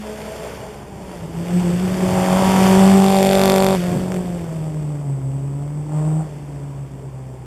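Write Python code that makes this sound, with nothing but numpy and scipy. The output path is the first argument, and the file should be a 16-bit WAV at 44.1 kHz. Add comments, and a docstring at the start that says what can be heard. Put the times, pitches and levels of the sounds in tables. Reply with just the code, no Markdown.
"""A four-cylinder rally car comes up a gravel forest road, its exhaust booming at the rate the cylinders
fire and barking in pulses that the trees scatter. At about 2 s it goes to full throttle, tyres churning
gravel, and near 3 s it passes close; the camera adds a thin whine to the loud bass. The tailpipe now faces
us and cracks, one cylinder louder than the rest. Just before 4 s the driver lifts off and the exhaust
burbles and spits. The car drives away into the hush of the trees, with one more burst near 6 s."""
import sys
import numpy as np
from scipy import signal
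from scipy.fft import rfft, irfft, next_fast_len
from scipy.io import wavfile
from scipy.ndimage import uniform_filter1d, map_coordinates

SR = 44100
rng = np.random.default_rng(int(sys.argv[2]) if len(sys.argv) > 2 else 0)


def to_wav(s):
    """Save 16-bit WAV."""
    ch = np.atleast_2d(s).T  # columns
    pcm = np.round(np.clip(ch, -1, 1) * 32767)  # PCM
    wavfile.write(sys.argv[1], SR, pcm.astype(np.int16))


N = 328981
TIME = np.arange(N) / SR
FREQS = np.fft.rfftfreq(N, 1 / SR)
CUTOFF_HZ = 15500


def amp(db):
    """Turns decibels into a number to multiply by."""
    return 10 ** (np.asarray(db) / 20)


def unit(x):
    """Scales a sound so its average strength (rms) is 1."""
    return x / np.sqrt(np.mean(x ** 2) + 1e-20)


def steady(x, span_s=0.2):
    """Evens out slow changes in loudness, holding the strength near 1."""
    size = max(int(span_s * SR), 64)
    return x / np.sqrt(abs(uniform_filter1d(uniform_filter1d(x ** 2, size), size)) + 1e-12)


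def curve(rows):
    """Joins (time, value) points with straight lines."""
    return np.interp(TIME, *np.transpose(rows))


def colour(x, points):
    """Shapes a sound's tone with (pitch_hz, gain_db) points."""
    size = next_fast_len(N)
    hz, db = np.transpose(points)
    gain = amp(np.interp(np.log(np.fft.rfftfreq(size, 1 / SR) + 1), np.log(hz), db))
    return irfft(rfft(x, size) * gain, size)[:N]


def wander(rate_hz):
    """A smooth random wobble of strength 1, up to about the given rate."""
    knots = rng.standard_normal(8192)
    return unit(map_coordinates(knots, [TIME * 2 * rate_hz], order=2, mode="wrap"))


def blend(a, b, share):
    """Mixes two sounds; share is the part of the power that a gets."""
    share = np.clip(share, 0, 1)
    return np.sqrt(share) * a + np.sqrt(1 - share) * b


def decay(x, seconds):
    """Gives every click a fading tail."""
    return signal.lfilter([1], [1, -np.exp(-1 / (seconds * SR))], x)


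def gate(start, end, rise_s, fall_s):
    """1 between two moments and 0 outside, with straight ramps."""
    return np.clip(.5 + np.minimum((TIME - start) / rise_s, (end - TIME) / fall_s), 0, 1)


def bump(s, half_s):
    """A smooth rise to 1 and back around one moment."""
    return np.exp(-((TIME - s) / half_s) ** 2)


# How fast the cylinders fire as the car comes, passes and leaves: time_s, firing_hz
FIRING_RATE = [(0, 213.4), (.25, 213), (.33, 217.9), (.49, 221.2), (.9, 197.9), (1.09, 188.3), (1.16, 172),
               (1.28, 162.4), (1.55, 178.5), (1.7, 174.2), (1.87, 184.9), (2.28, 184.2), (2.42, 189.6),
               (2.64, 189.1), (2.92, 193.6), (3.1, 193.7), (3.2, 192.5), (3.45, 192.5), (3.75, 190.6),
               (3.775, 175.7), (3.9, 178), (4, 184.4), (4.18, 182.9), (4.35, 173.5), (4.52, 160.6),
               (5.05, 143.1), (5.17, 133.7), (5.42, 137), (5.7, 146.4), (6.22, 157.4), (6.32, 145.6),
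               (6.6, 141.1), (7.46, 126.5)]

def crank(waver=.002, strong_s=3.4155):
    """Counts the engine's firings; every fourth is the cylinder that cracks loudest."""
    count = np.cumsum(curve(FIRING_RATE) * (1 + waver * wander(18))) / SR
    return count - np.interp(strong_s, TIME, count)


# When the pedal is right down: start_s, end_s, build_s
FULL_THROTTLE = [(2.053, 3.756, 0.31), (5.905, 6.235, .04)]

def drive_past(closest_s=3.08, speed_m_per_s=23.3, closest_m=13.6, swing_s=0.13, reach_m=34.6):
    """Four 0-1 controls: throttle, being past us, tailpipe beaming at us, sound arriving directly."""
    throttle = sum(gate(start, end, build_s, fall_s=0.012) for start, end, build_s in FULL_THROTTLE)
    metres = np.hypot(closest_m, speed_m_per_s * (TIME - closest_s))
    past = .5 + .5 * np.tanh((TIME - closest_s) / (2 * swing_s))
    in_reach = 1 / (1 + (metres / reach_m) ** 4)
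    facing = past * in_reach * (0.17 + 0.79 * throttle)  # the pipe beams backwards, most on throttle
    in_view = gate(2, 6.24, rise_s=0.37, fall_s=0.37)  # clear of the trees between two bends
    direct = in_view * (0.73 * (closest_m / metres) ** 0.3 + 0.14 * facing)
    return throttle, past, np.clip(facing, 0, 1), np.clip(direct, 0, 1)


# Base loudness of the exhaust's deep tone: time_s, level_db
BOOM_LEVEL = [(0, -32.5), (.27, -38), (.36, -45.5), (.9, -44), (1.3, -33.5), (1.5, -20.5), (1.66, -16),
              (1.8, -19.5), (2.25, -19), (2.72, -11), (3, -10.5), (3.14, -16.5), (3.7, -19), (4.5, -26),
              (5.1, -23), (5.88, -25.5), (5.94, -17.5), (6.19, -18.5), (6.3, -34), (6.56, -28.5),
              (7.46, -34.5)]
# Brief dips and swells as the car moves among the trees: time_s, half_length_s, change_db
TREE_SWELLS = [(1.39, 0.029, 2), (1.453, .018, -10), (1.785, 0.016, -5), (1.98, .03, -5),
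               (2.038, 0.015, 8.5), (2.102, .04, -0.5), (5.118, 0.062, 1.5), (5.194, .03, -4)]

def boom(count, direct, facing, past, flutter_coming=0.26, flutter_going=0.19):
    """The pipe's deep tone and its octave, which is beamed backwards; echoes make both flutter."""
    far = np.sqrt(1 - direct)
    deep_db = curve(BOOM_LEVEL) + sum(db * bump(s, half_s) for s, half_s, db in TREE_SWELLS)
    octave_db = deep_db - 13 - 3 * past + 11 * facing
    flutter = far * (flutter_coming * (1 - past) + flutter_going * past)
    out = np.zeros(N)
    for multiple, level_db in enumerate([deep_db, octave_db], 1):
        tone = -np.cos(multiple * (2 * np.pi * count + .2 * far * wander(12)))
        out += amp(level_db) * unit(tone * (1 + multiple * flutter * wander(14)))
    return out


# The tones in the throb: multiple_of_firing_rate, relative_db, extra_when_facing_db
THROB_TONES = [(.25, -21, 17.5), (.5, -1, -5), (.75, 2.5, -2), (1.25, -2, 3), (2.25, -9, 9),
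               (2.5, -4.5, -13), (3.25, -11.5, 13), (3.5, -3, -19)]

def throb(count, direct, facing, level_db):
    """Unequal cylinders add tones at quarter steps of the firing rate, blurred by echoes."""
    far = .7 * np.sqrt(1 - direct)
    tones = np.zeros(N)
    for multiple, db, facing_db in THROB_TONES:
        sway = 1 + far * (wander(15) + 1j * wander(6.6))  # wobbles both loudness and timing
        tones -= amp(db + facing_db * facing) * (sway * np.exp(2j * np.pi * multiple * count)).real
    return amp(level_db) * steady(tones)


# The four cylinders in firing order: pulse_db, shock_db, jet_db, lateness_in_firings
CYLINDERS = [(1, 2.5, 0, -0.013), (-4.5, -13.5, -9.5, 0.0029), (6.5, -4.5, -15, 0.012),
             (2, -6, -22, -0.0023)]

def firings(count, part, scatter_db, jitter=0.0092):
    """One click a firing for the pulse, shock or jet; cylinder and chance set its size and timing."""
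    pulse_db, shock_db, jet_db, lateness = np.transpose(CYLINDERS)
    cylinder_db = {"pulse": pulse_db, "shock": shock_db, "jet": jet_db}[part]
    number = np.arange(np.ceil(count[0]) + 1, count[-1] - 1).astype(int)
    cylinder = number % len(CYLINDERS)
    loud, late = rng.standard_normal((2048, 2))[:len(number)].T
    at = np.interp(number + lateness[cylinder] + jitter * late, count, np.arange(N))
    clicks = np.zeros(N)
    clicks[np.round(at).astype(int)] = amp(cylinder_db[cylinder] + scatter_db * loud)
    return clicks


def forest(x, ring_s=0.74, echoes_per_s=2000):
    """Trunks and leaves scatter the sound into many small, dying echoes."""
    echoes = rng.standard_normal(SR) * (rng.random(SR) < echoes_per_s / SR)
    fade = amp(-60 * TIME[:SR] / ring_s)
    return steady(signal.fftconvolve(x, echoes * fade)[:N])


# Tone of the bark's low body: pitch_hz, gain_db
BODY_TONE = [(210, -50), (260, -8), (310, -17), (385, -2.5), (440, 2.5), (490, -1), (575, 3), (650, -3.5),
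             (740, -12), (900, -43)]
# Tone of the bark's higher, harder edge: pitch_hz, gain_db
EDGE_TONE = [(520, -74), (620, -1.5), (690, 1.5), (780, 5), (960, 1.5), (1150, -5.5), (1400, -14),
             (1800, -24), (2600, -57)]

def bark(count, direct, body_db, edge_db, puff_s=0.0069, flutter_db=1.46):
    """Pressure pulses and swirling puffs leave the tailpipe, heard directly and, rougher, off the trees."""
    roughness = 0.53 * (1 - direct) ** 1.3
    out = np.zeros(N)
    for tone, level_db, part in [(BODY_TONE, body_db, "pulse"), (EDGE_TONE, edge_db, "shock")]:
        pulses = -firings(count, part, scatter_db=0.8)
        puffs = decay(pulses, puff_s) * rng.standard_normal(N)
        straight, scattered, swirling = (steady(colour(x, tone)) for x in (pulses, forest(pulses), puffs))
        arriving = blend(straight, scattered, direct)
        wobble_db = flutter_db * (1 - direct) * wander(8.7)
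        out += amp(level_db + wobble_db) * steady(blend(swirling, arriving, roughness))
    return out


# Base loudness of the tyre and air rumble: time_s, level_db
RUMBLE_LEVEL = [(0, -43), (1.1, -39), (1.9, -28), (2.92, -25.5), (3.16, -41), (3.75, -34), (4.15, -33),
                (4.85, -38), (7.46, -43)]
# Tone of that rumble: pitch_hz, gain_db
RUMBLE_TONE = [(20, -31), (40, -12.5), (60, -15), (100, -6), (160, -3), (250, -10.5), (400, -9),
               (800, -49.5)]
# A steady hum far away: pitch_hz, level_db
DISTANT_HUM = [(64.6, -44)]

def rumble(swell_db, boost_db=2):
    """Low roar of tyres and air, over a steady distant hum."""
    noise = unit(colour(rng.standard_normal(N), RUMBLE_TONE))
    road = amp(curve(RUMBLE_LEVEL) + swell_db + boost_db) * noise
    hum_hz, hum_db = DISTANT_HUM[0]
    hum = np.sin(2 * np.pi * hum_hz * TIME + .25 * wander(3.8))
    return road + amp(hum_db) * unit(hum)


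# Tone of the forest's hush: pitch_hz, gain_db
HUSH_TONE = [(200, -23), (520, -0.5), (950, 2), (1400, -11.5), (2500, -23), (6000, -38), (15000, -55)]

def hush(level_db=-52):
    """The soft, steady noise of the trees, heard when the car is far."""
    return amp(level_db) * unit(colour(rng.standard_normal(N), HUSH_TONE))


# Tone of churned gravel, also used for the exhaust's spits: pitch_hz, gain_db
GRIT_TONE = [(500, -27), (1100, 1), (1500, 1.5), (2200, 0), (3400, -3), (4700, -6), (6500, -9.5),
             (9500, -12), (12500, -13), (14000, -17), (15300, -31)]

def gravel(count, stones_per_s=700, spread_db=2.5, stone_s=0.0014, pulsing=0.039):
    """Stones tick under the tyres in a wash of grit and exhaust hiss that pulses with the engine."""
    sizes = amp(spread_db * np.minimum(rng.exponential(1, N), 4))
    hits = sizes * (rng.random(N) < stones_per_s / SR)
    stones = unit(decay(hits, stone_s) * rng.standard_normal(N))
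    wash = unit(rng.standard_normal(N) * (1 + pulsing * np.cos(2 * np.pi * count)))
    return unit(colour(blend(stones, wash, share=0.3), GRIT_TONE))


# Base loudness of the exhaust and gravel roar; bark and throb follow it too: time_s, level_db
ROAR_LEVEL = [(0, -43), (.48, -40), (.91, -51.5), (1.14, -45.5), (1.31, -47.5), (1.58, -38.5), (1.85, -38),
              (2.16, -32.5), (2.66, -26), (2.99, -29), (3.47, -23.5), (3.745, -29), (3.78, -34.5),
              (4.1, -44), (5.13, -56.5), (5.85, -56.5), (5.98, -51), (6.94, -58.5)]
# How a long way through the air changes the tone: pitch_hz, gain_db
FAR_TONE = [(1200, 1), (2200, 2.5), (3500, -0.5), (7000, 2.5), (12000, 0), (15000, -10)]

def rasp(count, facing, boost_db=1, near_db=-45, fade_db=10):
    """Gravel, plus crack when the pipe faces us; the fainter they are, the more top treble the air takes."""
    level_db = curve(ROAR_LEVEL)
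    sound = blend(crack(count), gravel(count), facing)
    far = np.clip((near_db - level_db) / fade_db, 0, 1)
    return amp(level_db + boost_db) * ((1 - far) * sound + far * colour(sound, FAR_TONE))


# How body, edge and throb follow the roar, by name:
# offset_db, db_per_roar_db, extra_direct_db, extra_throttle_db, extra_past_db
EXHAUST_VOICES = {"body": (-7, 0.7053, 4, 3, 1.2), "edge": (-17, .55, 5.5, 7, 0),
                  "throb": (-15.5, 0.8, 8, 0, 5)}

def voice_level(name, direct, throttle, past):
    """Loudness in dB of one voice of the exhaust, from the roar, the pedal and the car's place."""
    db, follow, direct_db, throttle_db, past_db = EXHAUST_VOICES[name]
    return db + follow * curve(ROAR_LEVEL) + direct_db * direct + throttle_db * throttle + past_db * past


# Two sliding dips in the tone, one list for each: time_s, pitch_hz, gain_db
GROUND_DIPS = [
    [(2.2, 340, 0), (2.45, 372, -9.5), (2.78, 452, -2.5), (3.04, 574, -7.5), (3.2, 600, 0)],
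    [(2.9, 1900, 0), (3.12, 1500, -4), (3.3, 1050, -11), (3.44, 880, -3)],
]

def ground_reflection(x, widths_octaves=(0.23, 0.4)):
    """Sound bouncing off the ground cancels two bands of pitch that slide as the car passes."""
    hz, times, spectrum = signal.stft(x, SR, nperseg=1024, noverlap=768)
    for rows, width in zip(GROUND_DIPS, widths_octaves):
        at, *columns = np.transpose(rows)
        centre_hz, gain_db = (np.interp(times, at, column) for column in columns)
        octaves_away = np.log2((hz[:, None] + 1) / centre_hz)
        spectrum = spectrum * amp(gain_db * np.exp(-(octaves_away / width) ** 2))
    return signal.istft(spectrum, SR, nperseg=1024, noverlap=768)[1][:N]


def sweep(clicks, length_s):
    """Draws each click out into a short rising sweep, the same every time."""
    return irfft(rfft(clicks) * np.exp(-1j * np.pi * length_s * FREQS ** 2 / CUTOFF_HZ), N)


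# Tone of the shock waves from the tailpipe: pitch_hz, gain_db
SHOCK_TONE = [(900, -50), (1400, 7.5), (2200, 3), (3500, 5.5), (5000, -3.5), (7000, -10.5), (10000, -9),
              (12500, -2), (15500, -24)]
# Tone of the gas jet behind each shock: pitch_hz, gain_db
JET_TONE = [(900, -6), (1500, -19), (2600, -3), (3500, 10), (4500, 8.5), (5600, -13), (7500, -9),
            (10000, -26), (12000, -7), (14000, -29), (15500, -18)]

def crack(count, shock_s=0.000992, bounce_s=0.000884, bounce_gain=0.39, jet_s=0.0013):
    """Each pulse sharpens to a shock that also bounces off the road; one cylinder's jet tears loudest."""
    shocks = sweep(-firings(count, "shock", scatter_db=-4.1, jitter=0), shock_s)
    bounce = np.interp(TIME - bounce_s, TIME, shocks)
    front = steady(colour(shocks + bounce_gain * bounce, SHOCK_TONE))
    bursts = firings(count, "jet", scatter_db=2.5, jitter=0)
    tear = steady(colour(sweep(bursts, length_s=.004), JET_TONE))
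    hiss = steady(colour(decay(bursts, jet_s) * rng.standard_normal(N), JET_TONE))
    jet = blend(tear, hiss, share=0.85)
    return steady(blend(front, jet, share=.55))


# Loudness changes as the pedal lifts: time_s, half_length_s, throb_db, rumble_db, bark_db
LIFT_OFF = [(3.795, 0.026, -3, 0, -11), (3.96, 0.062, 5, 9.6, 1.5), (4.124, 0.065, 4, 2.5, 3.5)]

def burble():
    """The exhaust dips as the driver lifts off, then swells twice: dB curves for throb, rumble and bark."""
    return sum(np.outer(extra_db, bump(s, half_s)) for s, half_s, *extra_db in LIFT_OFF)


# The exhaust spitting as the car coasts: start_s, level_db
EXHAUST_SPITS = [(4.12, -13.5), (4.143, -15), (4.1639, -18)]

def spits(fade_s=0.00078):
    """A few sharp snaps from the tailpipe with the throttle shut."""
    clicks = np.zeros(N)
    for start_s, level_db in EXHAUST_SPITS:
        clicks[round(start_s * SR)] = amp(level_db)
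    return colour(decay(clicks, fade_s) * rng.standard_normal(N), GRIT_TONE)


def scene():
    """One engine, one pedal and one path drive the exhaust, heard over the road and the trees."""
    count = crank()
    throttle, past, facing, direct = drive_past()
    body_db, edge_db, throb_db = (voice_level(name, direct, throttle, past)
                                  for name in ("body", "edge", "throb"))
    throb_swell, rumble_swell, bark_swell = burble()
    car = boom(count, direct, facing, past)
    car += throb(count, direct, facing, throb_db + throb_swell)
    car += bark(count, direct, body_db + bark_swell, edge_db + bark_swell)
    car += rasp(count, facing)
    return (ground_reflection(car) + spits() + rumble(rumble_swell) + hush())[None]


# Narrow cuts the camera makes in the treble: pitch_hz, width_hz, gain_db
TREBLE_CUTS = [(3993, 278, -12), (8220, 300, -24), (12010, 220, -17)]

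def record(dry, mirror_hz=8000, bass_below_hz=950):
    """The camera rounds tall peaks, cuts into the treble and mirrors the bass up high as a thin whine."""
    rounded = dry[0] / (1 + (dry[0] / .92) ** 8) ** (1 / 8)
    cuts_db = sum(db * np.exp(-((FREQS - hz) / width) ** 2) for hz, width, db in TREBLE_CUTS)
    sound = irfft(rfft(rounded) * amp(cuts_db), N)
    bass = signal.sosfilt(signal.butter(6, bass_below_hz, fs=SR, output="sos"), sound)
    slope = np.gradient(bass) * SR / (np.pi * mirror_hz)  # higher notes are mirrored more strongly
    whine = slope * np.sin(2 * np.pi * mirror_hz * TIME)
    lowpass = signal.firwin(511, CUTOFF_HZ, window=("kaiser", 9), fs=SR)
    return signal.oaconvolve(sound + whine, lowpass, "same")[None]


dry = scene()
out = record(dry)
to_wav(out)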